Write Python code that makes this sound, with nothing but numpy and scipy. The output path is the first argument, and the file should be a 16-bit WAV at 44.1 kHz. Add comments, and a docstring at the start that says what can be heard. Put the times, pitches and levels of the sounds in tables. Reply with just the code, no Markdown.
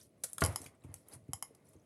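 """Fingers press soft slime into a small plastic jar on a kitchen table, close to a phone, over steady room hum.
First faint sticky snaps and wet rubbing; louder snaps from 0.24 s; at 0.42 s the jar is set down,
the table top thuds, hands shift and a loose hard lid ticks. Then rubbing swells and fades between softer
snaps and pushes; the lid ticks twice more near 1.4 s; a last snap and a dull thud close.
Blows ring decaying modes; snaps are noise bursts with pocket notes; rubbing, hands and hum are shaped noise."""
import sys
import numpy as np
from scipy import signal
from scipy.fft import rfft, irfft
from scipy.io import wavfile
from scipy.ndimage import uniform_filter1d

SR = 44100
rng = np.random.default_rng(int(sys.argv[2]) if len(sys.argv) > 2 else 0)


def how_loud(loudness_db):
    """Turn decibels into a plain amplitude multiplier (0 dB gives 1, 20 dB gives 10)."""
    steps = np.asarray(loudness_db, float) / 20
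    return 10 ** steps


def store_pcm(level_fs):
    """Save levels as 16-bit WAV."""
    pcm = np.round(np.clip(level_fs, -1, 1) * 32767).astype(np.int16)
    wavfile.write(sys.argv[1], SR, np.atleast_2d(pcm).T)


N = 81585  # samples


def colour(x, points):
    """Minimum-phase filter, via the cepstrum, with the given (Hz, dB) response."""
    point_hz, point_db = np.array(points, float).T
    hz = np.maximum(np.arange(2049) * SR / 4096, 1)
    log_gain = np.interp(np.log(hz), np.log(point_hz), point_db) * np.log(10) / 20
    cepstrum = irfft(log_gain)
    cepstrum[1:2048] *= 2  # fold onto positive time: causal
    cepstrum[2049:] = 0
    response = irfft(np.exp(rfft(cepstrum)))
    return signal.fftconvolve(x, response)[:len(x)]


def unit(x):
    """Scale to rms 1."""
    return x / np.sqrt(np.mean(x ** 2))


def decay(t, t60_s):
    """Exponential fall of 60 dB in t60_s."""
    return np.exp(-np.log(1000) * t / t60_s)


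def seconds(length_s):
    """Time axis in seconds."""
    return np.arange(int(length_s * SR)) / SR


def ring(modes, scatter_db, length_s, sag=0):
    """Decaying modes of one blow, a row each, starting sharp by the fraction sag; and their time axis."""
    sag_s = 0.0097
    t = seconds(length_s)
    m = np.array(modes, float)
    hz, db, t60_s = m[:, :1], m[:, 1:2], m[:, 2:]
    gain = how_loud(db + scatter_db * rng.standard_normal((len(m), 1)))
    bent_t = t + sag * sag_s * (1 - np.exp(-t / sag_s))
    return gain * decay(t, t60_s) * np.sin(2 * np.pi * hz * bent_t), t


def add(out, x, at_s, peak_db):
    """Mix x in at a time with a peak level."""
    i = int(at_s * SR)
    out[i:i + len(x)] += (x * how_loud(peak_db) / np.abs(x).max())[:len(out) - i]


def walk(rate_hz):
    """Slow random wander, rms 1."""
    k = int(SR / rate_hz)
    steps = np.repeat(rng.standard_normal(N // k + 1), k)
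    return unit(uniform_filter1d(uniform_filter1d(steps, k), k)[:N])


def follow(points):
    """Level in dB at every sample, straight lines between (s, dB) points."""
    at_s, db = np.array(points, float).T
    return np.interp(np.arange(N) / SR, at_s, db)


# Sticky snaps. Each row: start in seconds, peak in dB, pocket note in Hz, note over burst in dB, t60 in seconds.
SNAPS = [(0.0112, -51, 5660, 14, 0.09), (0.0303, -52.5, 11300, 0, 0.048),
         (0.2364, -24.5, 509, -16.5, 0.048), (0.3318, -30, 9680, 14.5, 0.0053),
         (0.3818, -26.5, 1330, -5, 0.011), (0.4064, -28, 4500, -10, 0.09), (0.4376, -25, 4920, 11.5, 0.015),
         (0.616, -38, 9100, -2, 0.018), (0.6418, -43, 9100, -17, 0.019), (0.6605, -39.5, 2550, 2.5, 0.023),
         (0.8374, -55, 944, 2, 0.11), (0.9408, -30, 650, -15.5, 0.013), (1.085, -44, 10500, 15, 0.011),
         (1.28, -61, 807, 6, 0.096), (1.5485, -51, 5100, -11.5, 0.022), (1.688, -54, 10500, 16, 0.022),
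         (1.733, -56.5, 1070, -6, 0.052)]
# Burst spectrum, also of the lid's crack. Each row: frequency in Hz, relative density in dB.
CRACK_COLOUR = [(300, -28), (2000, -29), (4500, -23), (8000, -12), (10800, -9), (12500, -21.5),
                (16000, -47)]


def snaps():
    """Sticky skin lets go: a sharp crackling burst and the note of the pocket it opens."""
    rise_s, overtone_ratio, overtone_db, crackle_db = 0.0005, 2.64, -3.5, 2
    out, t = np.zeros(N), seconds(0.1)
    for at_s, peak_db, hz, pocket_db, t60_s in SNAPS:
        burst_noise, pocket_noise, crackle_noise = rng.standard_normal((3, len(t)))
        crackle = how_loud(crackle_db * unit(uniform_filter1d(crackle_noise, size=20)))
        env = decay(t, t60_s) * (1 - np.exp(-t / rise_s)) * crackle
        notes = []
        for f in (hz, hz * overtone_ratio):
            b, a = signal.iirpeak(min(f, 0.45 * SR), 2 + min(f, SR / 4) / 4000, SR)
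            notes.append(unit(signal.lfilter(b, a, signal.lfilter(b, a, pocket_noise * env))))
        low, high = notes
        has_overtone = hz * overtone_ratio < SR / 4
        pocket = low + how_loud(overtone_db) * high * has_overtone
        burst = unit(colour(burst_noise * env, CRACK_COLOUR))
        add(out, burst + how_loud(pocket_db) * unit(pocket), at_s, peak_db)
    return out


# Hollow jar modes. Each row: frequency in Hz, relative level in dB, t60 in seconds.
JAR_MODES = [(297.5, -10, 0.087), (426, -14, 0.067), (676, -1, 0.045), (820, -5, 0.018), (1147, -6, 0.018),
             (1428, -7.5, 0.043), (1710, -1.5, 0.021), (2000, -5, 0.0079)]


def jar():
    """The jar touches, lands on its edge, then flat, with chatter between, ringing its hollow modes."""
    set_s, peak_db, landing_s = 0.4196, -14.5, 0.004
    out = np.zeros(N)
    modes, _ = ring(JAR_MODES, 0, 0.2)
    hits = 0.085 * rng.standard_normal(int(landing_s * SR))  # chatter
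    hits[[0, len(hits) // 3, -1]] = 0.3, -0.9, -0.7  # touch, edge, flat
    add(out, np.convolve(modes.sum(0), hits), set_s, peak_db)
    return out


# Loose lid ticks. Each row: start in seconds, peak in dB, table echo included.
LID_TICKS = [(0.4382, -20), (0.4482, -21), (0.4608, -21.5), (0.5593, -19), (1.3333, -22.5), (1.425, -23)]
# Lid modes. Each row: frequency in Hz, relative level in dB before scatter, free t60 in seconds.
LID_MODES = [(791, -15, 0.069), (913, -12, 0.035), (1105, -9.5, 0.041), (2120, -17, 0.048),
             (3077, -12, 0.036), (5275, -6.5, 0.027), (6800, -12, 0.088), (7636, -10.5, 0.032),
             (8724, -10.5, 0.036), (10500, 2.5, 0.02), (11066, 3.5, 0.024), (13530, -13.5, 0.032),
             (4500, -17.5, 0.028)]


def lid():
    """Hard ticks: a crack and the lid's unsteady ring, mostly damped by contact within milliseconds."""
    rise_s, crack_db, held_s, free_share = 0.0006, -14, 0.0012, 0.14
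    wobble_s, echo_s, echo_db = 0.004, 0.001, -7
    out = np.zeros(N)
    for at_s, peak_db in LID_TICKS:
        modes, t = ring(LID_MODES, 0.97, 0.15)
        held = np.exp(-t / held_s)
        drift = uniform_filter1d(rng.standard_normal(modes.shape), size=int(wobble_s * SR), mode="wrap")
        wobble = 1 + np.minimum(t / wobble_s, 1) * unit(drift) / 2
        tone = (modes * wobble).sum(0) * (free_share + held)
        crack = colour(rng.standard_normal(len(t)), CRACK_COLOUR) * held
        tick = tone / np.abs(tone).max() + how_loud(crack_db) * crack / np.abs(crack).max()
        tick = tick * (1 - np.exp(-(t / rise_s) ** 2))
        table_echo = how_loud(echo_db) * np.roll(tick, int(echo_s * SR))
        add(out, tick + table_echo, at_s, peak_db)
    return out


# Table thuds. Each row: start in seconds, peak in dB, tilt in dB per octave, t60 of the hand's damping in seconds.
THUDS = [(0.429, -25, -4, 0.26), (0.453, -32.5, -1.5, .2), (0.478, -30.5, -15, .4),
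         (0.515, -39.5, -11.5, 1), (0.6, -44, 3.5, 0.72), (.655, -46, 4, .8), (0.843, -39, 0, .4),
         (.888, -42, -4, 0.49), (0.938, -51, -3, 0.58), (1.131, -47.5, 5.5, 0.57), (1.155, -46.5, -3, .4),
         (1.211, -55, -9, .5), (1.286, -35, -1.5, .13), (1.335, -44, -25, 0.13), (1.505, -52, 11.5, 0.92),
         (1.75, -48.5, 1.5, .5)]
# Table modes. Each row: frequency in Hz, relative level in dB before tilt and scatter, undamped t60 in seconds.
TABLE_MODES = [(95.8, 10.5, 0.14), (125.1, 8.5, 0.13), (171, -6.5, 0.1), (262.5, 0, 0.1), (306, -9, 0.2),
               (425, -9, 0.082)]


def table():
    """Soft pushes thud in the table top; high modes speak first, lows build up later, all sinking in pitch."""
    rise_cycles, sag = 0.68, 0.15
    out, hz = np.zeros(N), np.array(TABLE_MODES)[:, :1]
    for at_s, peak_db, tilt_db, t60_s in THUDS:
        modes, t = ring(TABLE_MODES, 3.5, 0.35, sag)
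        tilt = how_loud(tilt_db * np.log2(hz / hz[0]))
        rise = 1 - np.exp(-(t * hz / rise_cycles) ** 2)
        add(out, (modes * decay(t, t60_s) * tilt * rise).sum(0), at_s, peak_db)
    return out


# Hands shifting. Each row: time in seconds, rms of the band noise in dB before wander.
HANDS_DB = [(0, -87), (0.377, -75), (0.446, -39), (0.559, -58.5), (0.666, -59.5), (0.777, -81),
            (0.898, -72), (1.04, -76.5), (1.134, -59.5), (1.201, -80), (1.551, -72.5), (1.85, -79)]
# Band edges of the shifting noise in Hz.
HANDS_BAND_HZ = [186.7, 780]
# Resonances of the jar's hollow in Hz.
JAR_AIR_HZ = (1130, 2057)


def hands():
    """Hands shift on jar and table: band noise, plus noise stirred in the hollow of the jar."""
    jar_air_db, wander_db = -10, 2
    band = signal.butter(2, HANDS_BAND_HZ, "band", fs=SR, output="sos")
    shift = unit(signal.sosfilt(band, rng.standard_normal(N)))
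    for hz in JAR_AIR_HZ:
        b, a = signal.iirpeak(hz, 6, SR)
        shift = shift + how_loud(jar_air_db) * unit(signal.lfilter(b, a, rng.standard_normal(N)))
    return shift * how_loud(follow(HANDS_DB) + wander_db * walk(30))


# Wet rubbing. Each row: time in seconds, rms in dB before wander.
RUB_DB = [(0, -60.5), (0.058, -73.5), (.1, -91), (0.227, -80), (.25, -60), (0.368, -71.5), (0.426, -59.5),
          (0.672, -58), (0.719, -86.5), (0.922, -82), (0.962, -63), (1.053, -80.5), (1.138, -54),
          (1.186, -85), (1.63, -82.5), (1.645, -79.5), (1.734, -73), (1.775, -84.5)]
# Rubbing spectrum. Each row: frequency in Hz, relative density in dB.
RUB_COLOUR = [(500, -22), (1000, -9.5), (1830, -8.5), (3400, -16.5), (7000, -9.5), (10500, -0.5),
              (12500, -12), (16000, -36.5)]


def rubbing():
    """Wet hiss with tiny bubbles that pop, each on its own pitch."""
    pops_per_s, pop_cycles, wander_db = 600, 7, 2
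    fizz, t = np.zeros(N), seconds(0.015)
    for at, high, size in rng.random((int(pops_per_s * N / SR), 3)):
        hz = 3000 * 4 ** high
        pop = np.sin(2 * np.pi * hz * t) * t * np.exp(-t * hz / pop_cycles * 2)
        add(fizz, pop, at * N / SR, -4 * np.log(size) + 3 * high)  # few loud, many soft
    hiss = unit(colour(rng.standard_normal(N) + unit(fizz), RUB_COLOUR))
    return hiss * how_loud(follow(RUB_DB) + wander_db * walk(60))


# Hum spectrum. Each row: frequency in Hz, relative density in dB.
HUM_COLOUR = [(30, -27.5), (98, -4.5), (584, -15), (649, -13), (822, -36.5), (1910, -40), (2410, -37),
              (16000, -47)]


def hum():
    """Steady room noise."""
    rms_db, settle = -68, 4096  # settle: samples dropped while the filter fills
    return unit(colour(rng.standard_normal(N + settle), HUM_COLOUR)[settle:]) * how_loud(rms_db)


def kitchen_echo(air):
    """Short diffuse room echo: decaying noise of unit energy."""
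    t60_s, level_db, rise_s = 0.16, -8.5, 0.00053
    t = seconds(0.5)
    tail = rng.standard_normal(len(t)) * decay(t, t60_s) * np.clip(t / rise_s, 0, 1)
    return how_loud(level_db) * signal.fftconvolve(air, tail / np.sqrt(np.sum(tail ** 2)))[:N]


def scene():
    """All sources, with the kitchen echo on the airborne ones."""
    air = snaps() + jar() + lid() + rubbing()
    return (air + kitchen_echo(air) + table() + hands() + hum())[None]


def band_limit(x):
    """A steep low-pass at the top of the band."""
    return signal.sosfilt(signal.butter(12, 16530, fs=SR, output="sos"), x)


def record(dry):
    """The phone cuts the deepest bass."""
    high_pass = signal.butter(N=5, Wn=58, btype="high", fs=SR, output="sos")
    mix = signal.sosfilt(high_pass, dry)
    return band_limit(mix)


dry = scene()
out = record(dry)
store_pcm(out)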